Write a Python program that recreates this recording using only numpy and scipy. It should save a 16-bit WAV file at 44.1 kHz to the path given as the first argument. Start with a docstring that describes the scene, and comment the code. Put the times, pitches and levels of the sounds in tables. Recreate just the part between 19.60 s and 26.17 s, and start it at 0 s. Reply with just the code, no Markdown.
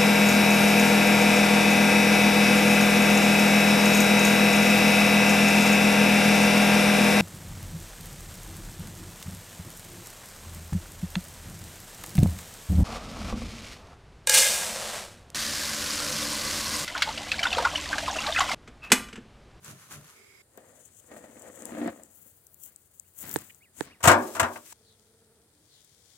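"""At a beehive in dry grass, birds call and a few bees hum. A smoker puffs twice, its bellows driving a
turbulent jet through the nozzle. The tin-clad wooden lid slides off the hive by stick-slip friction and
is carried away, while a sleeve rustles close on the left and two bumps ring the camera's case.
Dropped in the grass, the lid bounces and rocks: each impact excites its modes and crushes straw.
The sound cuts abruptly twice: at the valve's whistle, and from crackling straw to bees."""
import sys
import numpy as np
from scipy import signal
from scipy.fft import rfft, irfft, next_fast_len
from scipy.io import wavfile
from scipy.ndimage import uniform_filter1d

SR = 44100
rng = np.random.default_rng(int(sys.argv[2]) if len(sys.argv) > 2 else 0)


def put_to_file(sound):
    """Save the sound as 16-bit audio at rate SR, in the file named by the first command-line argument."""
    columns = np.atleast_2d(sound).T  # one column per channel
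    safe = np.clip(columns, -1, 1)
    whole_steps = np.round(safe * 32767)
    wavfile.write(sys.argv[1], SR, whole_steps.astype(np.int16))


N = 289737
TIME = np.arange(N) / SR
FIRST_CUT_S, SLAM_S, SECOND_CUT_S = 0.823, 4.472, 5.133


def from_db(db):
    """Amplitude ratio of a level in decibels."""
    return 10 ** (np.asarray(db) / 20)


def unit_rms(x):
    """Normalisation to unit power."""
    return x / np.sqrt(np.mean(x ** 2) + 1e-20)


def in_time(rows):
    """Linear interpolation in time, one curve per column after the first."""
    times, *columns = np.transpose(rows)
    return [np.interp(TIME, times, column) for column in columns]


def at_hz(points, hz):
    """Interpolation on a logarithmic frequency axis."""
    frequencies, values = np.transpose(points)
    return np.interp(np.log(np.maximum(hz, 1)), np.log(frequencies), values)


def during(start, end):
    """A time window with 4 ms ramps."""
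    return np.clip((TIME - start) / .004, 0, 1) * np.clip((end - TIME) / .004, 0, 1)


def swell(start, hold, attack, release):
    """Exponential rise before the start and fall after the hold, by 20 dB per attack or release time."""
    rise = np.maximum(start - TIME, 0) / attack
    fall = np.maximum(TIME - start - hold, 0) / release
    return from_db(-20 * (rise + fall))


def decay(t, t60):
    """Exponential damping by 60 dB in t60 seconds."""
    return from_db(-60 * t / t60)


def damped_sine(t, hz, db, t60):
    """Free vibration of one damped mode."""
    return from_db(db) * np.sin(2 * np.pi * hz * t) * decay(t, t60)


def pan(left_db):
    """Level difference, left over right, as two gains with a mean of one."""
    gains = np.vstack([from_db(left_db), np.ones_like(left_db)])
    return gains / gains.mean(0)


def add(out, start, sound):
    """Superposition of a sound from a start time in seconds."""
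    i = round(start * SR)
    out[:, i:i + sound.shape[-1]] += sound[..., :N - i]


def flicker(rate_hz, depth_db):
    """Random modulation: a gain wandering about one."""
    knots = rng.standard_normal(4000)
    return from_db(depth_db * np.interp(TIME * rate_hz, np.arange(len(knots)), knots))


def white(size=N):
    """Two independent white noises."""
    return rng.standard_normal((2, size))


def grains(per_s, spread_db):
    """Shot noise: tiny random slips of uneven size."""
    impulses = white() * (rng.random(N) < per_s / SR)
    return unit_rms(impulses * from_db(spread_db * np.minimum(rng.exponential(1, N), 3)))


def butterworth(x, order, hz, kind):
    """Filtering with a maximally flat passband."""
    return signal.sosfilt(signal.butter(order, hz, kind, fs=SR, output="sos"), x)


def resonate(x, modes):
    """Forced response of parallel resonators: centre_hz, width_hz, gain_db."""
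    return sum(from_db(db) * signal.lfilter(*signal.iirpeak(hz, hz / width, SR), x)
               for hz, width, db in modes)


# Likeness of left and right: frequency_hz, correlation
COHERENCE = [(130, 0.93), (300, 0.99), (640, 0.53), (1400, 0.62), (3100, 0.18), (7000, 0.038)]

def colour(x, spectrum):
    """Spectral shaping of two noises to unit mid power; their coherence is high in the bass only."""
    size = next_fast_len(x.shape[1])
    hz = np.arange(size // 2 + 1) * SR / size
    mid, side = rfft(x, size)
    alike = np.clip(at_hz(COHERENCE, hz), 0, .99)
    stereo = np.sqrt(1 + alike) * mid + np.sqrt(1 - alike) * side * [[1], [-1]]
    low_hz, high_hz = spectrum[0][0], spectrum[-1][0]
    skirts = 1 / np.sqrt((1 + (low_hz / (hz + 1)) ** 8) * (1 + (hz / high_hz) ** 12))
    shaped = irfft(stereo * from_db(at_hz(spectrum, hz)) * skirts, size)
    return shaped[:, :x.shape[1]] / shaped.mean(0).std()


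# Outdoor background: frequency_hz, density_db
AIR_SPECTRUM = [(40, -14.5), (90, 0), (165, -6.5), (260, -13), (440, -10), (1100, -20), (1500, -18.5),
                (2750, -25), (4800, -22), (6200, -30), (7700, -17.5), (10000, -21), (16000, -25.5)]

def open_air():
    """Ambient noise: broadband, strongest in the bass, slowly wavering."""
    return from_db(-67) * colour(white(), AIR_SPECTRUM) * flicker(rate_hz=2.7, depth_db=0.8)


def whine(pitch_hz=9340, rms_db=-75.5):
    """A faint electronic pure tone that begins at the first cut."""
    return from_db(rms_db) * np.sqrt(2) * np.sin(2 * np.pi * pitch_hz * TIME) * (TIME > FIRST_CUT_S)


# Passing bees: start_s, length_s, wingbeat_hz, glide_hz_per_s, level_db
FLIGHTS = [(0.46, 0.16, 252, -240, -67.5), (0.99, 0.16, 269.7, -130, -65), (5.221, 0.6, 222.9, -2.5, -68),
           (5.84, 0.2, 158.4, -31, -72), (6.4, 0.092, 233, -1, -76)]
# Wing tone: harmonic_number, relative_db
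WING_HARMONICS = [(1, -6), (2, -0.5), (3, -14), (4, -17.5), (5, -24), (6, -16), (7, -20), (8, -21)]
# Colony in the open hive: time_s, relative_db
COLONY_LEVELS = [(5.2, -69.5), (5.88, -76.5), (6.15, -64), (6.35, -65.5), (6.55, -61)]
# Its seething: frequency_hz, density_db
COLONY_SPECTRUM = [(1180, -24), (2000, -7), (2740, -12.5), (3280, -1), (4260, -2.5), (4650, -1.5),
                   (7000, -1), (15100, -18.5), (16000, -3.5)]

def bees(ramp_s=0.16):
    """Nearly periodic wingbeats radiate harmonics; the colony's many small sounds sum to noise."""
    hum = 0
    for start, length, hz, glide, db in FLIGHTS:
        wingbeat = hz + glide * np.clip(TIME - start, -ramp_s, length + ramp_s)
        phase = 2 * np.pi * np.cumsum(wingbeat * flicker(170, 0.66)) / SR
        wings = sum(from_db(level) * np.sin(k * phase) for k, level in WING_HARMONICS)
        buzz = unit_rms(wings * flicker(80, 4.2))
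        hum = hum + from_db(db) * buzz * swell(start, length, ramp_s, ramp_s)
    activity = from_db(in_time(COLONY_LEVELS)[0] - 2.5) * (TIME > SECOND_CUT_S)
    seethe = activity * colour(white() + 0.79 * grains(660, 4.7), COLONY_SPECTRUM)
    return hum + seethe * pan(17.2)


# Arched whistles: apex_s, gain_db
CHIRPS = [(3.462, -75), (4.041, -59), (4.331, -57)]
# Contour of one whistle: offset_s, pitch_hz, relative_db
CHIRP_ARCH = [(-0.033, 2014, -7), (-0.018, 2290, 1.5), (0, 2930, 0), (0.01, 2600, -1), (0.021, 2050, -5),
              (0.05, 1730, -12)]
# Distant calls: start_s, length_s, from_hz, to_hz, relative_db
FAR_CALLS = [(5.227, 0.14, 4510, 3410, -66), (6.078, 0.15, 4530, 3260, -64.5)]

def birds():
    """Frequency modulation: a smooth arch gives a whistle, a jittering fall a buzzy call."""
    out = np.zeros((2, N))
    offset, pitch, shape_db = np.transpose(CHIRP_ARCH)
    t = np.arange(offset[0], offset[-1], 1 / SR)
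    phase = 2 * np.pi * np.cumsum(np.interp(t, offset, pitch)) / SR
    whistle = np.sin(phase) * from_db(np.interp(t, offset, shape_db))
    for apex, db in CHIRPS:
        add(out, apex + offset[0], from_db(db) * whistle)
    for start, length, from_hz, to_hz, db in FAR_CALLS:
        size = int(length * SR)
        jitter_hz = 400 * unit_rms(uniform_filter1d(white(size), size=40))
        hz = np.linspace(from_hz, to_hz, size) + jitter_hz
        call = np.sin(2 * np.pi * np.cumsum(hz, axis=1) / SR) * np.hanning(size) ** .5
        add(out, start, from_db(db + 4) * call)
    return out


# A bird's chip: centre_hz, width_hz, level_db
CHIP_BANDS = [(2000, 200, -53), (2450, 130, -61), (2930, 81, -58)]

def bird_chip():
    """Narrow-band noise: a bird gives one short, noisy chip."""
    bands = sum(from_db(db) * unit_rms(resonate(white(), [(hz, width, 0)]))
                for hz, width, db in CHIP_BANDS)
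    return bands * during(3.895, 3.913)


# Taps on the camera: start_s, gain_db
BUMPS = [(3.76, -11.5), (4.2082, -13.5)]
# Modes of its case: pitch_hz, relative_db, t60_s
CASE_MODES = [(138, -19, 0.056), (308, -8.5, 0.033), (450, -8, 0.026), (856, -8.5, 0.014),
              (1726, -8.5, 0.011), (3800, -9, 0.0023), (8600, -8.5, 0.0024)]

def bumps():
    """Structure-borne sound: taps travel through the case, mainly to the right microphone."""
    out, t = np.zeros((2, N)), TIME[:SR // 10]
    knock = sum((-1) ** k * damped_sine(t, *mode) for k, mode in enumerate(CASE_MODES))
    for start, db in BUMPS:
        add(out, start, from_db(db) * knock * pan(-19.0))
    return out


# Dry snaps of wax, straw and seams: peak_s, relative_db, left_db, brightness_db
SNAPS = [(0.0467, -32, 16, -13), (0.3247, -32, 8, -10), (0.975, -35.5, 16, -3), (1.3918, -40, 20, -6),
         (1.7958, -38, 13.5, -8), (1.8216, -35.5, 19, -13), (2.022, -33, 27, -15), (2.055, -22, 29, -19),
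         (2.276, -30.5, 16, -15), (2.4352, -32.5, 23, -7), (2.8687, -38, 18, -6), (2.9442, -36.5, 21, 0),
         (3.036, -29.5, 17, -5), (3.1616, -30, 16, -14), (3.398, -26, 12, -35), (3.6546, -28, 6, -16),
         (3.694, -24, 13.5, -4), (3.7135, -20, 8, 4), (3.7297, -22, 5, 0), (3.741, -15.5, 9, 7),
         (3.7654, -19.5, 24, -18), (3.788, -27.5, 4, -10), (3.947, -39.5, 7, -11), (6.2467, -41, 6, -6)]

def snaps():
    """Impulse excitation: millisecond cracks, each in a faint crinkle, ring the microphone port."""
    out, t = np.zeros((2, N)), TIME[:SR // 20] - 1 / 50
    spike = decay(np.abs(t), np.where(t < 0, 0.003, 0.004))
    crinkle = 0.022 * decay(np.abs(t), 0.066)
    for peak, db, left_db, brightness_db in SNAPS:
        port_modes = [(7820, 980, 1), (13000, 2000, brightness_db)]
        crack = resonate(white(len(t)) * (spike + crinkle), port_modes)
        crack = butterworth(crack, 2, 6000, "high")
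        add(out, peak + t[0], from_db(db - 0.5) * crack / np.abs(crack).max() * pan(left_db))
    return out


# Steady rubbing as the arm moves: time_s, rub_db, hiss_db
ARM_MOTION = [(0.83, -76.5, -82), (1.15, -66, -74), (1.66, -64, -73), (2.04, -57, -66),
              (2.48, -66.5, -69.5), (2.95, -79.5, -66.5), (3.25, -71, -70), (3.55, -75, -70),
              (3.8, -59, -57), (4.09, -82, -78), (4.4, -86, -83)]
# Brushes of sleeve and glove: start_s, length_s, rub_db, hiss_db, fold_db
BRUSHES = [(1.254, 0.022, -58.5, -68, -68.5), (1.387, 0.012, -59, -67, -74), (1.564, 0.01, -59.5, -67, -87),
           (2.56, 0.11, -68, -59, -73.5), (3.041, 0.03, -56, -51, -67), (3.618, 0.01, -47, -41, -47.5),
           (3.665, 0.1, -54.5, -48.5, -49.5), (4.183, 0.07, -54, -59.5, -52)]
# Rubbing, fine hiss and heavy folds: frequency_hz, density_db
RUB_SPECTRUM = [(1760, -36), (3000, -6.5), (3470, -10.5), (4400, -27), (6670, 4.5), (7850, 6), (9660, -2),
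                (10600, -7.5), (11500, -15), (15000, -37), (22000, -120)]
HISS_SPECTRUM = [(8500, -23), (10500, -5.5), (12500, -5), (15000, 1.5), (16000, -0.5)]
FOLD_SPECTRUM = [(70, -5), (150, -5.5), (260, -6), (560, -15), (1000, -15), (1900, -14.5), (2800, -19),
                 (6000, -23)]

def sleeve(fold_lag_s=0.021):
    """Friction noise: fibres catch and slip in tiny grains; heavy folds rumble a little later."""
    rub, hiss = from_db(in_time(ARM_MOTION))
    rumble = 0
    for start, length, rub_db, hiss_db, fold_db in BRUSHES:
        brush = swell(start, length, attack=0.055, release=0.033)
        fold = swell(start + fold_lag_s, length, attack=0.061, release=0.14)
        rub = np.hypot(rub, from_db(rub_db) * brush)   # incoherent sources add in power
        hiss = np.hypot(hiss, from_db(hiss_db) * brush)
        rumble = np.hypot(rumble, from_db(fold_db) * fold)
    fibres = unit_rms(grains(2500, 2.6) + 1.2 * white()) * flicker(70, 3.0)
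    treble = rub * colour(fibres, RUB_SPECTRUM) + hiss * colour(fibres, HISS_SPECTRUM)
    folds = rumble * colour(grains(1500, 1.8) + 0.84 * white(), FOLD_SPECTRUM)
    return treble * pan(16.5) * during(FIRST_CUT_S, SLAM_S) + folds * pan(1.8)


# Squeezes of the bellows: start_s, length_s, thud_db, hiss_db
PUFFS = [(0.053, 0.057, -49.5, -49), (0.32, 0.024, -49, -45.5)]
# Air thud and nozzle hiss: frequency_hz, density_db
THUD_SPECTRUM = [(24, -52), (40, -25), (151, 0), (183, -8), (325, -22), (408, -17), (524, -32), (600, -15),
                 (780, -29), (1320, -120)]
NOZZLE_SPECTRUM = [(290, -4.5), (500, -9.5), (855, -8.5), (1060, -2.5), (1460, -1.5), (1980, -6.5),
                   (2930, -8), (3390, -9), (5390, -10.5), (6610, -4.5), (7310, -9), (10700, -8),
                   (16000, -17)]
# Valve whistles: centre_hz, width_hz, relative_db
VALVE_MODES = [(402, 26, 3.5), (2205, 140, 2.5), (3220, 200, -14), (3700, 250, -17), (4900, 240, -8.5),
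               (6500, 300, -22), (7300, 260, -9.5)]

def smoker(thud_lag_s=0.046, refill_lag_s=0.16):
    """Turbulent flow: each squeeze hisses, thuds and refills; the last intake whistles in the valve."""
    jet, push, refill = 0, 0, 0
    for start, length, thud_db, hiss_db in PUFFS:
        jet += from_db(hiss_db) * swell(start, length, attack=0.039, release=0.074)
        push += from_db(thud_db) * swell(start + thud_lag_s, hold=0.032, attack=0.11, release=0.086)
        # the bellows spring open and suck air back through the nozzle
        refill += from_db(-55) * swell(start + refill_lag_s, hold=0.022, attack=0.17, release=0.17)
    thud = push * colour(white(), THUD_SPECTRUM)
    hiss = np.hypot(jet, refill) * colour(white() + 0.59 * grains(900, 4.1), NOZZLE_SPECTRUM)
    whistle = from_db(-58.5) * unit_rms(resonate(white(), VALVE_MODES)) * pan(-5.0)
    draught = from_db(-65) * colour(white(), NOZZLE_SPECTRUM)
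    intake = swell(0.576, hold=FIRST_CUT_S, attack=0.09, release=0.09)
    return (thud + hiss * pan(0.81) + (whistle + draught) * intake) * during(0, FIRST_CUT_S)


# Shoves of the lid over the hive's rim: start_s, length_s, relative_db, growth_db_per_s
SHOVES = [(0.97, 0.24, -56, -13), (1.516, 0.29, -48, -27), (1.845, 0.047, -46, 0), (1.96, 0.32, -49, 42.5)]

def shoving():
    """Power summation of shoves, each growing or fading steadily, with light contact around it."""
    power = 0
    for start, length, db, growth in SHOVES:
        force = from_db(db + growth * np.clip(TIME - start, 0, length))
        slide = swell(start, length, attack=0.071, release=0.057)
        creep = from_db(-9) * swell(start, length, attack=0.2, release=0.2)
        power = power + (force * np.maximum(slide, creep)) ** 2
    return np.sqrt(power)


# The lid catches on the wood: start_s, relative_db
CATCHES = [(0.976, -42), (1.515, -40), (1.564, -41), (1.64, -43), (1.768, -43.5), (2.22, -43), (2.277, -28),
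           (2.396, -50.5), (2.66, -60)]
# Wood sliding on wood: frequency_hz, density_db
DRAG_SPECTRUM = [(70, -12), (150, -11), (235, -4), (330, -5), (400, -6.5), (560, -5), (900, -10),
                 (1300, -14.5), (1800, -11.5), (2700, -21), (5500, -31)]
# Resonances of the boards and of the air under the lid: centre_hz, width_hz, relative_db
BOARD_MODES = [(512.4, 48, -1), (631, 73, -4.5), (1228, 104, -9.5), (1866, 45, -7)]
CAVITY_MODES = [(231, 22.5, 2), (303.6, 31, 1)]
# The cavity speaks up until the lid slides clear: time_s, gain_db
CAVITY_GAIN = [(0.9, -27.5), (1.3, -48), (1.55, -1), (1.9, -8), (2.22, 9), (2.285, 11.5), (2.31, 2)]

def lid_drag(slips_per_s=38, smooth_sliding=0.92):
    """Stick-slip friction: dense jerks and a few hard catches drive the boards and the hollow lid."""
    # the wood sticks, lets go with a jolt and slows again, at an uneven pace
    slip_phase = np.cumsum(slips_per_s * flicker(40, 3.2)) / SR % 1
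    judder = unit_rms(smooth_sliding + np.exp(-slip_phase / 0.12))
    slips = unit_rms(grains(1200, 1.1) + 0.89 * white()) * judder * shoving()
    t = TIME[:SR // 10]
    for start, db in CATCHES:
        add(slips, start, from_db(db) * white(len(t)) * decay(t, 0.088))
    wood = slips.std() * colour(slips, DRAG_SPECTRUM)
    boom = from_db(in_time(CAVITY_GAIN)[0]) * resonate(wood, CAVITY_MODES)
    return (0.54 * wood + 1.1 * resonate(wood, BOARD_MODES)) * pan(4.0) + boom * pan(0.25)


# The rocking lid presses straw: start_s, length_s, level_db
PRESSES = [(4.945, 0.018, -50.5), (5.069, 0.097, -52)]
# Crackling stalks: frequency_hz, density_db
STRAW_SPECTRUM = [(1000, -7.5), (2500, -7), (4500, -9), (6200, -4), (7800, -0.5), (10000, -6), (15500, -5)]

def straw_crackle():
    """Yielding under load: straw gives way after the slam, and again as the lid rocks."""
    power = (from_db(-50) * swell(SLAM_S + 0.15, hold=0.15, attack=0.15, release=0.3)) ** 2
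    for start, length, db in PRESSES:
        power += (from_db(db) * swell(start, length, attack=0.085, release=0.085)) ** 2
    stalks = colour(white() + 0.51 * grains(890, 4.0), STRAW_SPECTRUM)
    return np.sqrt(power) * stalks * flicker(47, 1.8)


# Main modes of the lid: pitch_hz, relative_db
LID_MODES = [(97, -4), (238, -7), (307, -10), (533, -9.5), (604, -3.5), (661, 1.5), (689, -4.5),
             (728, -1.5), (885, -2.5), (918, 1), (992, 3.5), (1023, -5), (1090, -1), (1135, -2),
             (1203, -0.5), (1233, -0.5), (1384, -0.5), (1433, -4.5), (1589, -2.5), (1655, -5), (1750, -4),
             (1860, -3), (1919, -7), (2035, -9), (2159, -10), (2595, -10)]
# Dense modes of its tin sheet: frequency_hz, density_db
TIN_SPECTRUM = [(85, -14.5), (190, -15.5), (300, -8), (370, -10.5), (565, -5.5), (690, 0), (810, -6),
                (920, -1), (1600, -4), (2100, -9.5), (2800, -11.5), (3800, -21), (5500, -24.5),
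                (8000, -25.5)]
# The lid's own damping: frequency_hz, t60_s
LID_DAMPING = [(90, 0.37), (160, 0.14), (300, 0.84), (650, 0.45), (1200, 0.32), (2500, 0.19), (8000, 0.22)]
# Its left-right balance: frequency_hz, left_db
LID_PAN = [(200, 1), (380, -1.5), (700, 2), (1290, 6.5), (2400, 4.5), (4400, 1), (8000, 7.5)]

def lid_ring(t):
    """Modal superposition: one blow rings the main modes and the tin, damped according to frequency."""
    def envelope(hz):
        return decay(t, at_hz(LID_DAMPING, hz)) * pan(at_hz(LID_PAN, hz))

    modes, tin = 0, 0
    for hz, db in LID_MODES:
        right_shift = np.arccos(np.clip(at_hz(COHERENCE, hz), 0, 1)) * rng.choice([-1, 1])
        phase = rng.uniform(0, 2 * np.pi) + np.array([[0], [right_shift]])
        modes = modes + from_db(db) * np.sin(2 * np.pi * hz * t + phase) * envelope(hz)
    clatter = colour(white(len(t)), TIN_SPECTRUM)
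    for hz in 90 * 2 ** (np.arange(15) / 2):   # half-octave bands
        edges_hz = hz * 2 ** (np.array([-1, 1]) / 4)
        tin = tin + butterworth(clatter, 2, edges_hz, "band") * envelope(hz)
    ring = from_db(-2.0) * unit_rms(modes) + unit_rms(tin)
    return ring / ring[:, :SR // 50].std()   # unit power over the first 20 ms


# The lid meets the ground: start_s, relative_ring_db, ground_t60_s, crunch_db
IMPACTS = [(4.403, -49.5, 0.5, -53), (4.428, -38, 0.28, -29.5), (4.437, -22.5, 1.8, -22.5),
           (4.450, -17, 0.55, -25.5), (4.473, -10.5, 3.7, -11.5), (4.493, -13, 1.3, -37.5),
           (4.514, -19, 1.3, -26), (4.749, -36, 0.86, -35), (4.762, -35, 1.5, -48),
           (4.796, -16.5, 0.23, -22), (4.829, -22.5, 0.94, -40), (4.958, -35.5, 0.14, -59),
           (5.121, -46.5, 0.1, -46.5)]
# Air and soil under the lid as it slams flat: pitch_hz, relative_db, t60_s
THUMP_MODES = [(148, -12, 0.081), (116, -21, 0.13)]
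# An edge digs into the soil: start_s, relative_db
DIGS = [(4.436, -21.5), (4.82, -23)]
# Crushed straw: frequency_hz, density_db
CRUNCH_SPECTRUM = [(1000, -17), (2500, -3), (4500, -10), (6200, -3.5), (7600, 2.5), (10000, -8.5),
                   (15500, -11)]

def lid_landing():
    """Inelastic impacts: the lid lands edge first, slams flat, bounces and rocks, crushing straw."""
    wood, crush, t = np.zeros((2, N)), np.zeros((2, N)), TIME[:SR // 2]
    for start, ring_db, ground_t60, crunch_db in IMPACTS:
        ring = lid_ring(t) * decay(t, ground_t60) * (1 - np.exp(-t / 0.0014))
        add(wood, start, from_db(ring_db + 0.5) * ring)
        add(crush, start, from_db(crunch_db) * decay(t, 0.085) * (1 - np.exp(-t / 0.002)))
    for mode in THUMP_MODES:
        add(wood, SLAM_S, damped_sine(t, *mode))
    for start, db in DIGS:
        add(wood, start, damped_sine(t, hz=88, db=db, t60=0.11))
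    wood = butterworth(wood, 4, 84, "high")   # keeps subsonic rumble out of the thump
    crunch = crush * colour(white() + 1.4 * grains(1900, 3.5), CRUNCH_SPECTRUM)
    return (wood + (crunch + straw_crackle()) * pan(5.4)) * during(0, SECOND_CUT_S)


def scene(right_lag_s=0.00008):
    """Superposition of all sources; airborne sound reaches the left microphone first."""
    beekeeper = smoker() + lid_drag() + lid_landing() + sleeve() + snaps()
    left, right = beekeeper + bird_chip() + birds() + bees() + open_air()
    return np.array([left, np.roll(right, round(right_lag_s * SR))]) + bumps() + whine()


def record(dry, cutoff_hz=16200):
    """Saturation and band limiting: peaks flatten at full scale, then a steep low-pass cuts the top."""
    low_pass = signal.ellip(10, .2, 70, cutoff_hz, fs=SR, output="sos")
    return signal.sosfilt(low_pass, np.clip(dry, -1, 1))


dry = scene()
out = record(dry)
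put_to_file(out)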